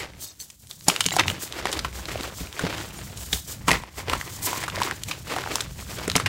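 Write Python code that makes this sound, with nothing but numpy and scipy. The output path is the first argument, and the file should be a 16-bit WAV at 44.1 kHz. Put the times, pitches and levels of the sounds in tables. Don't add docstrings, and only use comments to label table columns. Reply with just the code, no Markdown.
import sys
import numpy as np
from scipy import signal
from scipy.fft import rfft, irfft, next_fast_len
from scipy.io import wavfile
from scipy.ndimage import map_coordinates

SR = 44100
rng = np.random.default_rng(int(sys.argv[2]) if len(sys.argv) > 2 else 0)


def wav_out(sig):
    wavfile.write(sys.argv[1], SR, np.round(np.clip(np.atleast_2d(sig).T, -1, 1) * 32767).astype(np.int16))


N = 276948


def amp(db):
    return 10 ** (np.asarray(db) / 20)


def unit(x):
    return x / np.sqrt(np.mean(x ** 2) + 1e-20)


def along(points, hz):
    point_hz, value = np.transpose(points)
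    return np.interp(np.log(hz + 1), np.log(point_hz + 1), value)


def curves(rows):
    s, *columns = np.transpose(rows)
    return [np.interp(np.arange(N) / SR, s, column) for column in columns]


def wobble(rate):
    knots = rng.standard_normal(int(N * rate / SR) + 4)
    return map_coordinates(knots, [np.arange(N) * rate / SR])


def filtered(x, response):
    size = next_fast_len(N + 8192)
    spectrum = rfft(x, size) * response(np.fft.rfftfreq(size, 1 / SR))
    return irfft(spectrum, size)[..., :N]


# t/s, peak level/dB, piece f/Hz, splinter level/dB re body, burst t60/s
FRACTURES = [(0.0, -23.5, 2100, -15, 0.21), (0.4, -20, 7750, -5, 0.0044), (0.5, -26, 6240, 3, 0.025),
             (0.71, -16.5, 3500, 1, 0.015), (0.882, 4.5, 720, 7, 0.027), (0.898, -3, 2740, -9, 0.02),
             (1.005, -3.5, 3320, -3, 0.036), (1.061, -3, 6100, -5, 0.018), (1.137, -16.5, 790, -16, 0.028),
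             (1.164, -5, 780, 2, 0.02), (1.185, -9, 1530, -19, 0.014), (1.193, -3.5, 2210, -35, 0.039),
             (1.28, -5, 2430, -31, 0.011), (1.311, -18.5, 615, 0, 0.027), (1.654, -8.5, 950, -21, 0.016),
             (1.715, -17, 6040, 4, 0.02), (1.726, -13, 3700, 1, 0.031), (1.79, -10, 4500, -11, 0.025),
             (1.846, -12, 1150, -17, 0.029), (2.592, -9.5, 1430, -7, 0.022), (3.172, -24, 6000, 5, 0.038),
             (3.328, -7.5, 3370, -17, 0.03), (3.68, -6, 1100, -4.5, 0.043), (3.713, -2.5, 1940, -7, 0.022),
             (4.082, -15.5, 468, -22, 0.018), (4.132, -10.5, 1230, -13, 0.023),
             (4.528, -19.5, 895, -14, 0.044), (4.635, -18, 1900, -8, 0.048), (4.679, -13, 1270, -9, 0.043),
             (4.816, -10, 902, -3.5, 0.021), (5.034, -11, 7000, 2, 0.012), (5.11, -14, 2560, -18, 0.063),
             (5.362, -13.5, 790, -6, 0.024), (5.384, -12.5, 1160, -10, 0.017),
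             (5.555, -1.5, 1020, 9.5, 0.01), (5.608, -11, 6700, -20, 0.019), (6.077, -12, 456, -0.5, 0.018),
             (6.153, -6.5, 2440, -15, 0.016), (6.161, -2.5, 1140, 5.5, 0.03),
             (6.198, -10.5, 1130, -5, 0.026), (6.259, -7.5, 1910, -15, 0.047)]
# t/s, peak level/dB, piece
# f/Hz
SMALL_FRACTURES = [(0.134, -31, 2000), (0.67, -30, 8100), (0.808, -28, 4200), (0.961, -6, 2800),
                   (1.04, -13, 3380), (1.055, -12, 3040), (1.085, -9.5, 3040), (1.106, -11.5, 3000),
                   (1.299, -8.5, 2720), (1.475, -26.5, 3000), (1.523, -14, 3420), (1.587, -24, 1500),
                   (1.598, -25, 1190), (1.612, -25, 1800), (1.646, -25, 4000), (1.669, -10.5, 1530),
                   (1.927, -28, 2000), (2.054, -16.5, 3830), (2.208, -15.5, 3230), (2.232, -18.5, 3500),
                   (2.47, -25.5, 2480), (2.526, -21.5, 3500), (2.672, -22, 3540), (2.746, -27, 2500),
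                   (2.78, -18, 2980), (2.811, -21, 1500), (2.906, -26, 2500), (3.69, -4, 2500), (3.706, -3, 2200),
                   (3.73, -7, 2000), (3.835, -20.5, 980), (4.096, -8.5, 2950), (4.211, -13.5, 1850),
                   (4.698, -17, 3050), (4.757, -14, 4140), (4.772, -25, 2000), (4.801, -14, 1500),
                   (4.832, -9, 3900), (4.863, -20, 2040), (4.91, -8.5, 1670), (5.084, -18.5, 2590),
                   (5.32, -14.5, 1100), (5.337, -18, 1000), (5.605, -9, 3560), (6.098, -5.5, 3450),
                   (6.115, -11, 3920)]
SMALL_SPLINTER_DB, SMALL_T60_S = -10.5, 0.011


def snaps():
    out, t = np.zeros(N + SR), np.arange(SR // 8) / SR
    splinter_band = signal.butter(2, [2600, 9000], "band", fs=SR)
    spread_s = 0.0018
    ticks = [(*tick, SMALL_SPLINTER_DB, SMALL_T60_S) for tick in SMALL_FRACTURES]
    for s, db, hz, splinter_db, t60 in [*FRACTURES, *ticks]:
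        chance, sign, fizz = rng.random(len(t)), rng.standard_normal(len(t)), rng.standard_normal(len(t))
        shape = amp(-60 * t / max(t60, 0.003)) * (1 - np.exp(-(t / spread_s) ** 2))
        breaks = ((chance < 2500 / SR) * sign + 0.28 * fizz) * shape
        breaks[round(spread_s * SR)] += 1.04 * np.sign(sign[0])

        ring = signal.iirpeak(hz, 2.2, SR)
        piece = signal.lfilter(*ring, signal.lfilter(*ring, breaks))
        broad_band = signal.butter(2, [hz / 3.77, hz * 0.74 + 2500], "band", fs=SR)
        broad = signal.lfilter(*broad_band, breaks)
        body = piece / np.abs(piece).max() + amp(6.0) * broad / np.abs(broad).max()

        splinter = signal.lfilter(*splinter_band, breaks)
        burst = body / np.abs(body).max() + amp(splinter_db) * splinter / np.abs(splinter).max()
        out[round(s * SR):][:len(t)] += amp(db) * burst / np.abs(burst).max()
    return out[:N]


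# f/Hz, t60/s
WALL_DECAY = [(200, 0.019), (2000, 0.35), (12000, 0.23)]


def walls(x):
    hz, t, bands = signal.stft(rng.standard_normal(SR // 6), SR, nperseg=128)
    decay = amp(-60 * t / along(WALL_DECAY, hz)[:, None])
    tail = signal.istft(bands * decay, SR, nperseg=128)[1]
    delayed = np.pad(x, (40, 0))
    return signal.fftconvolve(delayed, tail / np.linalg.norm(tail))[:N]


def grit(spectrum, per_s, spread_db, bed_db, clump_db):
    chance, size, sign = rng.random(N), rng.exponential(size=N), rng.standard_normal(N)
    ticks = unit((chance < per_s / SR) * sign * amp(spread_db * np.minimum(size, 4)))
    clumps = amp(clump_db * (wobble(22) + wobble(90)))
    mix = clumps * (ticks + amp(bed_db) * rng.standard_normal(N))
    return unit(filtered(mix, lambda hz: amp(along(spectrum, hz))))


def fragments(count, centre_hz, octaves, cycles, spread_db):
    when, pitch = rng.random(count), rng.standard_normal(count)
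    size, phase = rng.exponential(size=count), rng.random(count)
    hz = np.clip(centre_hz * 2 ** (octaves * pitch), 250, 12000)[:, None]
    turns = hz * np.arange(320) / SR
    rings = np.sin(2 * np.pi * (turns + phase[:, None]))
    rings *= np.exp(-turns / cycles) * np.minimum(turns * 4, 1)
    rings *= amp(spread_db * np.minimum(size, 4))[:, None]
    where = (when * N).astype(int)[:, None] + np.arange(320)
    return unit(np.bincount(where.ravel(), rings.ravel(), minlength=N)[:N])


# full pressure t/s, held/s, crumb level/dB, powder level/dB
GRIP_TIMES = [(0.0, 0.0037, -36.5, -42), (0.224, 0.028, -48.5, -39), (0.413, 0.006, -49.5, -40),
              (0.708, 0.005, -50, -45), (0.882, 0.025, -29.5, -32.5), (1.125, 0.044, -31.5, -36),
              (1.189, 0.003, -25, -39), (1.278, 0.026, -33.5, -39), (1.426, 0.0078, -39, -30.5),
              (1.539, 0.058, -38.5, -46), (1.661, 0.11, -35, -44.5), (1.779, 0.082, -46.5, -47.5),
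              (1.951, 0.04, -39, -40), (2.089, 0.2, -36.5, -43), (2.403, 0.005, -41, -40.5),
              (2.556, 0.25, -37, -45), (3.2, 0.073, -50.5, -43), (3.33, 0.017, -39.5, -31.5),
              (3.489, 0.03, -41.5, -37), (3.681, 0.063, -30, -34.5), (3.987, 0.0088, -39, -39.5),
              (4.09, 0.063, -33.5, -44), (4.427, 0.024, -67, -34), (4.456, .005, -65, -28.5),
              (4.482, 0.15, -35.5, -38), (4.753, 0.047, -36.5, -42), (4.812, 0.052, -31.5, -36),
              (5.094, 0.008, -36, -41.5), (5.272, 0.21, -34.5, -43), (5.502, 0.11, -36, -42.5),
              (5.79, 0.02, -41.5, -41.5), (5.886, 0.17, -39.5, -43.5), (6.08, 0.024, -33.5, -42),
              (6.157, 0.0078, -29.5, -47)]
# t/s, crumb level/dB, powder level/dB
TRICKLE = [(0, -48, -59), (.6, -69.5, -59.5), (1.0, -47.5, -45), (1.4, -51, -54), (2.4, -47, -48.5),
           (3.1, -46, -45.5), (3.5, -53.5, -51.5), (3.9, -53, -56.5), (4.3, -45, -45), (6.28, -54, -54.5)]
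BASE_RISE_DB_PER_S, SAG_DB_PER_S, FALL_DB_PER_S = (259, 312), (5.5, 10), (180, 296)
SUDDEN_OVER_DB, SUDDEN_PER_DB = -36, 0.5


def pressure():
    s, held, *peaks_db = np.array(GRIP_TIMES).T[..., None]
    t = np.arange(0, N, 64) / SR
    sudden = 1.5 + SUDDEN_PER_DB * np.maximum(peaks_db[0] - SUDDEN_OVER_DB, 0)
    materials = zip(peaks_db, curves(TRICKLE), BASE_RISE_DB_PER_S, SAG_DB_PER_S, FALL_DB_PER_S)
    levels = []
    for peak_db, rest_db, rise, sag, fall in materials:
        grip_db = peak_db - rise * sudden * np.maximum(s - t, 0)
        grip_db = grip_db - sag * np.clip(t - s, 0, held)
        grip_db = grip_db - fall * np.maximum(t - s - held, 0)
        power = np.interp(np.arange(N) / SR, t, np.sum(amp(2 * grip_db), axis=0))
        levels.append(10 * np.log10(power + amp(2 * rest_db)))
    return levels


# from t/s, to t/s
PALMS_CLOSED = (3.6, 4.92)
# f/Hz, width/Hz, level/dB
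PALM_AIR = [(1020, 150, 2.5), (2010, 330, -2.5)]


def hollow(x):
    def response(f):
        return sum(amp(db) * 1j * f * width / (centre ** 2 - f ** 2 + 1j * f * width)
                   for centre, width, db in PALM_AIR)
    t = np.arange(N) / SR
    closed = x * ((t > PALMS_CLOSED[0]) & (t < PALMS_CLOSED[1]))
    return filtered(closed, response)


# f/Hz, level/dB per Hz
CRUMB_SPECTRUM = [(90, -36), (300, 1), (1100, -7), (2500, -7.5), (5000, -13.5), (9000, -27), (16000, -35)]
POWDER_SPECTRUM = [(1500, -81), (3000, -12), (7400, -7.5), (10000, -17), (16000, -17.5)]


def hands():
    crumb_db, powder_db = pressure()
    grind = grit(CRUMB_SPECTRUM, per_s=1800, spread_db=1.0, bed_db=-4, clump_db=2.6)
    cracks = fragments(count=2200, centre_hz=1900, octaves=0.8, cycles=1.2, spread_db=4.5)
    crack_gain = amp(0.47 * (crumb_db + 43.5) - 7.5)
    crumbs = amp(crumb_db) * (grind + crack_gain * cracks)
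    crumbs = crumbs + hollow(crumbs)

    powder = grit(POWDER_SPECTRUM, per_s=2600, spread_db=1, bed_db=4, clump_db=2.1)
    treble = filtered(powder, lambda hz: 1 / (1 + (8500 / (hz + 1)) ** 6))
    spray_gain = amp(0.9 * np.minimum(powder_db - crumb_db, 14) - 3.5)
    return crumbs + amp(powder_db) * (powder + spray_gain * treble)


# f/Hz, level/dB per Hz
FLOOR_SPECTRA = [
    [(20, -49), (45, -7), (62, 5.5), (90, -7.5), (200, -80)],
    [(50, -15), (95, 1.5), (165, -3.5), (300, -17.5), (900, -73)],
]
# t/s, deep level/dB, upper level/dB
FLOOR_LEVELS = [(0.0, -50, -48), (0.54, -64.5, -59.5), (1.31, -64, -32.5), (1.42, -55, -50.5),
                (1.82, -37, -42.5), (2.4, -45.5, -44), (2.45, -31, -43), (2.53, -51, -50), (2.66, -46, -41),
                (3.18, -47.5, -44), (3.36, -36, -49), (3.46, -52, -44.5), (3.62, -46, -41.5),
                (3.73, -29, -32), (3.85, -52, -52), (4.13, -33, -40), (4.3, -55.5, -39.5), (5.88, -41, -43),
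                (6.24, -52, -30.5)]


def rumble():
    lumps = amp(2.4 * wobble(14)) * rng.standard_normal((2, N))
    shaped = filtered(lumps, lambda hz: amp([along(region, hz) for region in FLOOR_SPECTRA]))
    return sum(amp(db) * unit(region) for db, region in zip(curves(FLOOR_LEVELS), shaped))


# start t/s, length/s, level/dB of each tone before its random stutter
SQUEAK_TIMES = [(0.21, .12, -48.5), (0.392, 0.042, -41), (1.116, .016, -29), (2.962, 0.048, -45)]
SQUEAK_TONES = [(3750, 4370, 5050, 5800, 6450, 7700), (4400, 6150, 7700), (2050, 3950, 7350), (7050, 9000)]


def squeaks():
    t, out = np.arange(N) / SR, np.zeros(N)
    for (s, length, db), tones_hz in zip(SQUEAK_TIMES, SQUEAK_TONES):
        shape = np.sin(np.pi * np.clip((t - s) / length, 0, 1)) ** 0.5 * amp(db)
        out += shape * sum(wobble(320) * np.sin(2 * np.pi * hz * t) for hz in tones_hz)
    return out


# t/s, strike level/dB applied to the sum of modes
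LUMP_STRIKES = [(0.882, -18), (1.06, -21), (2.408, -27), (2.639, -16), (3.331, -24.5), (3.683, -18),
                (3.714, -16.5), (6.077, -25), (6.157, -15.5)]
# f/Hz, mean level/dB, t60/s
TUB_MODES = [(177.4, -1.5, 0.089), (266, -1, 0.05), (437, 1.5, 0.029)]


def thuds():
    out, t = np.zeros(N + SR), np.arange(SR // 5) / SR
    onset = 1 - np.exp(-t / 0.0009)
    for s, db in LUMP_STRIKES:
        ring = sum(amp(level + rng.normal(0, 1) - 60 * t / t60) * np.sin(2 * np.pi * hz * t)
                   for hz, level, t60 in TUB_MODES)
        out[round(s * SR):][:len(t)] += amp(db) * ring * onset
    return out[:N]


def scene():
    hits = snaps() + thuds()
    mono = hits + amp(-14.0) * walls(hits) + hands() + rumble() + squeaks()
    return np.tile(mono, (2, 1))


TOP_HZ = 15800


def record(dry):
    ceiling = 0.97
    rounded = dry / (1 + np.abs(dry / ceiling) ** 6) ** (1 / 6)
    return filtered(rounded, lambda hz: hz < TOP_HZ)


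dry = scene()
out = record(dry)
wav_out(out)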